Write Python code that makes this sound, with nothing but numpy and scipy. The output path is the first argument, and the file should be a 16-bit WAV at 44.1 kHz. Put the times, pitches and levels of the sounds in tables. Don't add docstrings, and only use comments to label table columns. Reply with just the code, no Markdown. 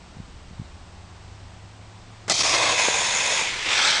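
import sys
import numpy as np
from scipy import signal
from scipy.fft import rfft, irfft, next_fast_len
from scipy.io import wavfile
from scipy.ndimage import uniform_filter1d, map_coordinates

SR = 44100
rng = np.random.default_rng(int(sys.argv[2]) if len(sys.argv) > 2 else 0)


def unload_wav(signal):
    wavfile.write(
        sys.argv[1],
        SR,
        np.round(np.clip(np.atleast_2d(signal).T, -1, 1) * 32767).astype(np.int16),
    )


N = 176400

# (frequency [Hz], relative density [dB])
AIR_SPECTRUM = [(12, -23), (20, -3), (45, -7.5), (90, -6), (137, -12.5), (184, -14), (280, -16),
                (430, -20.5), (600, -19), (760, -16.5), (1000, -18.5), (1560, -23.5), (4600, -28),
                (7000, -33), (8450, -39), (9900, -50), (11000, -68), (14000, -105)]
BREEZE_SPECTRUM = [(10, -8), (35, 1), (80, 0), (200, -19), (500, -39), (2000, -80)]
# (frequency [Hz], level [dB])
HUM_TONES = [(72, -51), (177, -59.5), (354, -69), (7677, -70.5), (8323, -74)]
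# (time [s], pitch [Hz], level [dB])
MOTOR_TRACK = [(.65, 85.5, -54), (.93, 89.6, -50.5), (1.26, 98.9, -46), (1.64, 101.6, -47.5),
               (2, 106, -48.5), (2.7, 112, -49), (3.05, 113, -52), (3.31, 110.9, -53.5), (3.55, 99, -57.5)]
# (time [s], peak [dB], pitch [Hz])
PUFFS = [(0.17, -31, 150), (.191, -40, 120), (0.203, -25.5, 140), (.286, -37, 150), (.359, -38, 90),
         (.512, -33, 138), (0.535, -37, 151), (0.599, -20.5, 111), (0.618, -25, 123), (2.8856, -8.5, 524)]

# (frequency [Hz], relative density [dB])
RELEASE_SPECTRUM = [(88, -44), (150, -12), (547, -2), (2070, -9.5), (2710, -17), (4240, -14), (7960, -17),
                    (11000, -43), (14300, -76), (22000, -120)]
BLAST_SPECTRUM = [(60, -25), (150, -4), (250, -1), (450, -8), (660, -4.5), (1600, -12), (2200, -7),
                  (2900, -10), (3400, -9), (5400, -1.5), (6800, -3), (8000, -5.5), (9000, -17),
                  (11000, -32), (14000, -60)]
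# (frequency [Hz], width [Hz], relative gain [dB])
BODY_MODES = [(220, 50, -8), (647, 70, 0), (830, 24, 9), (1340, 26, 8), (2016, 60, 1.5), (2470, 55, -2),
              (2650, 55, 0), (3560, 81, 5.5), (4290, 62, 6), (5110, 70, 5), (5560, 50, -4), (8020, 66, -6)]
NOZZLE_MODES = [(982, 86, 1.5), (2530, 266, -2), (3545, 280, -0.5), (5280, 220, 0.5), (6650, 290, 0),
                (9280, 450, -13.5)]
# (time [s], nominal peak [dB])
CRACKS = [(2.2977, -3.5), (2.3005, -6), (2.3205, -8), (3.9086, -10.5)]

# (frequency [Hz], relative density [dB])
SPIT = [(71, -41), (120, -10), (505, -15.5), (622, -7.5), (825, -7), (942, -14), (1250, -9), (1600, -19.5),
        (2120, -6.5), (2470, -3.5), (2870, -15.5), (3160, 2), (3410, -6.5), (3670, -4), (5160, -0.5),
        (6480, -4), (11000, -27), (14300, -58), (22000, -120)]
SPRAY = [(100, -17), (400, -9.5), (630, -0.5), (900, -8), (1100, -0.5), (1450, -10), (2000, -3.5),
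         (2550, -1.5), (2900, -9), (3500, -3), (4300, -4.5), (5500, -1.5), (6700, -6.5), (7300, -10.5),
         (8200, -13), (9400, -23), (11000, -29), (14000, -70)]
GUSH = [(70, -37), (120, -9), (200, -27), (315, -5), (400, -14), (500, -3), (633, 1), (880, -6.5),
        (1060, 1), (1400, -12.5), (1650, -4.5), (1900, -11), (2090, -0.5), (2300, -6.5), (2570, 1),
        (2870, -16), (3500, -4), (4200, -9), (5300, -12), (5850, -12), (6650, -10), (7300, -21),
        (7900, -10), (8700, -31), (9400, -25), (11000, -42), (14000, -70)]
STREAM = [(70, -40), (130, -17.5), (330, -16.5), (505, -5), (825, -5.5), (980, -1.5), (1160, -10),
          (1450, -8.5), (1630, -3.5), (1800, -9), (2010, -1), (2290, -3.5), (2500, 1.5), (2830, -10),
          (3600, -4.5), (4270, -9.5), (5250, -11.5), (5650, -11.5), (6730, -2.5), (7400, -11),
          (8130, -17.5), (8800, -18.5), (9400, -17.5), (10000, -27), (11000, -53), (14000, -78)]
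THIN = [(71, -61), (120, -24), (175, -25), (281, -16.5), (426, -12.5), (737, -13), (942, -9), (1570, -10),
        (1730, -5), (2210, -1.5), (2930, -5.5), (3160, -5.5), (7400, -16), (9110, -24.5), (11000, -46.5),
        (14300, -72), (22000, -120)]
BLOWOUT = [(70, -40), (130, -20.5), (300, -16), (555, -7.5), (740, -11), (860, -3.5), (1120, -9),
           (1250, -3.5), (1730, 0.5), (1930, -7.5), (2160, .5), (2650, -4), (2900, -8.5), (3150, -.5),
           (3700, -1.5), (5200, -6.5), (5900, -5.5), (6700, -13.5), (7600, -12), (8400, -15.5), (9100, -26),
           (11000, -40), (14000, -70)]
# (midpoint [s], length [s])
STAGE_FADES = [(2.42, .06), (2.558, 0.11), (2.738, 0.13), (3.432, 0.18), (3.748, 0.17)]
# (time [s], relative level [dB])
JET_LEVEL = [(2.328, -27), (2.342, -25.5), (2.35, -22), (2.44, -20), (2.55, -20.5), (2.69, -20.5),
             (2.83, -21), (2.92, -22.5), (3.35, -22.5), (3.46, -24), (3.52, -26.5), (3.63, -27.5),
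             (3.73, -20.5), (3.84, -18), (3.94, -19), (3.995, -22)]
# (time [s], half length [s], depth [dB])
CHOKES = [(2.429, 0.0037, 8.5), (2.757, 0.021, 2.5)]

OPEN_AT_S, OPENING_S = 2.2977, 0.027


def amp(db):
    return 10 ** (np.asarray(db) / 20)


def unit(x):
    return x / np.sqrt(np.mean(x ** 2) + 1e-20)


def clock():
    return np.arange(N) / SR


def curves(rows):
    times_s, *columns = np.transpose(rows)
    return [np.interp(clock(), times_s, column) for column in columns]


def wobble(rate_hz):
    return map_coordinates(rng.standard_normal(int(N * rate_hz / SR) + 4), [clock() * rate_hz])


def decay(start_s, t60_s):
    age_s = clock() - start_s
    return (age_s >= 0) * amp(-60 * np.maximum(age_s, 0) / t60_s)


def tone(hz, drift_hz):
    return np.sqrt(2) * np.sin(2 * np.pi * np.cumsum(hz + drift_hz * wobble(8.23)) / SR)


def filtered(x, response):
    size = next_fast_len(N + SR // 2)
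    return irfft(rfft(x, size) * response(np.fft.rfftfreq(size, 1 / SR)), size)[:N]


def coloured(x, spectrum):
    knots_hz, db = np.transpose(spectrum)
    return unit(filtered(x, lambda hz: amp(np.interp(np.log(hz + 1), np.log(knots_hz + 1), db))))


def ringing(x, modes):
    def response(hz):
        return sum((-1) ** k * amp(db) * 1j * hz * width_hz / (mode_hz**2 - hz**2 + 1j * hz * width_hz)
                   for k, (mode_hz, width_hz, db) in enumerate(modes))
    return unit(filtered(x, response))


def turbulence(patchy_db):
    bins = signal.stft(rng.standard_normal(N), nperseg=512)[2]
    patches = uniform_filter1d(rng.standard_normal(bins.shape), 5, axis=0)
    patches = unit(uniform_filter1d(patches, 8, axis=1))
    return unit(signal.istft(bins * amp(patchy_db * patches), nperseg=512)[1][:N])


def air():
    return amp(-47 + 0.26 * wobble(3.2)) * coloured(turbulence(patchy_db=0.47), AIR_SPECTRUM)


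def hum(fade_from_s=1.47, fade_db_per_s=21.5):
    fade = amp(-fade_db_per_s * np.maximum(clock() - fade_from_s, 0))
    lowest, *rest = [amp(db) * tone(hz, drift_hz=0.38) for hz, db in HUM_TONES]
    return lowest * fade + sum(rest)


def motor(fade_s=0.2):
    t = clock()
    pitch_hz, level_db = curves(MOTOR_TRACK)
    inside_s = np.minimum(t - MOTOR_TRACK[0][0], MOTOR_TRACK[-1][0] - t)
    gate = np.clip(1 + inside_s / fade_s, 0, 1)
    return gate * amp(level_db + 0.5 * wobble(5)) * tone(pitch_hz, drift_hz=0.32)


def breeze(middle_s=0.42, half_s=0.33, level_db=-46):
    swell = np.exp(-((clock() - middle_s) / half_s) ** 2)
    return amp(level_db) * swell * coloured(rng.standard_normal(N), BREEZE_SPECTRUM)


def puffs(tip_share=0.17, tip_ratio=2.2):
    def swing(at_s, hz):
        u = (np.pi * hz * (clock() - at_s)) ** 2
        return (2 * u - 1) * np.exp(-u)
    return sum(amp(db) * ((1 - tip_share) * swing(at_s, hz) + tip_share * swing(at_s, hz * tip_ratio))
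               for at_s, db, hz in PUFFS)


def release(at_s=2.2805, level_db=-27):
    return amp(level_db) * decay(at_s, t60_s=0.14) * coloured(rng.standard_normal(N), RELEASE_SPECTRUM)


def blast(level_db=-19, sag_db=1.5, body_db=0.5):
    progress = (clock() - OPEN_AT_S) / OPENING_S
    rush = coloured(rng.standard_normal(N), BLAST_SPECTRUM)
    body = amp(body_db) * ringing(rng.standard_normal(N), BODY_MODES)
    envelope = (progress >= 0) * (progress < 1) + decay(OPEN_AT_S + OPENING_S, t60_s=0.015)
    return unit(rush + body) * envelope * amp(level_db - sag_db * np.clip(progress, 0, 1))


def cracks(crest_db=5):
    envelope = sum(amp(peak_db - crest_db) * decay(at_s, t60_s=0.0075) for at_s, peak_db in CRACKS)
    return envelope * coloured(rng.standard_normal(N), BLAST_SPECTRUM)


def drops(rate_hz=700, spread_db=2):
    impulses = (rng.random(N) < rate_hz / SR) * rng.choice([-1, 1], N)
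    return unit(impulses * amp(spread_db * np.minimum(rng.exponential(size=N), 3)))


def whistle(from_s=2.376, to_s=3.5, fade_s=0.12):
    t = clock()
    wet = np.clip(np.minimum(t - from_s, to_s - t) / fade_s, 0, 1)
    return wet * ringing(rng.standard_normal(N), NOZZLE_MODES)


def jet(trim_db=-0.5, drops_db=-11.5, whistle_db=-7, flutter_db=0.43, sputter_db=0.96):
    t = clock()
    flow = unit(turbulence(patchy_db=1.32) + amp(drops_db) * drops())
    hiss = coloured(flow, SPIT)
    for stage, (middle_s, length_s) in zip([SPRAY, GUSH, STREAM, THIN, BLOWOUT], STAGE_FADES):
        share = np.clip((t - middle_s) / length_s + 0.5, 0, 1)
        hiss = (1 - share) * hiss + share * coloured(flow, stage)
    sound = hiss + amp(whistle_db) * whistle()
    opened = np.clip((t - OPEN_AT_S) / OPENING_S, 0, 1)
    strength_db, = curves(JET_LEVEL)
    choke_db = sum(db * np.exp(-((t - at_s) / half_s) ** 2) for at_s, half_s, db in CHOKES)
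    flicker_db = flutter_db * wobble(35) + sputter_db * wobble(220)
    return opened * sound * amp(trim_db + strength_db - choke_db + flicker_db)


def scene():
    background = motor() + hum() + air() + puffs() + breeze()
    return (background + release() + blast() + cracks() + jet())[None]


def record(dry):
    stop_hz, edge_hz = 11400, 500
    return filtered(dry[0], lambda hz: np.clip((stop_hz - hz) / edge_hz, 0, 1))[None]


dry = scene()
out = record(dry)
unload_wav(out)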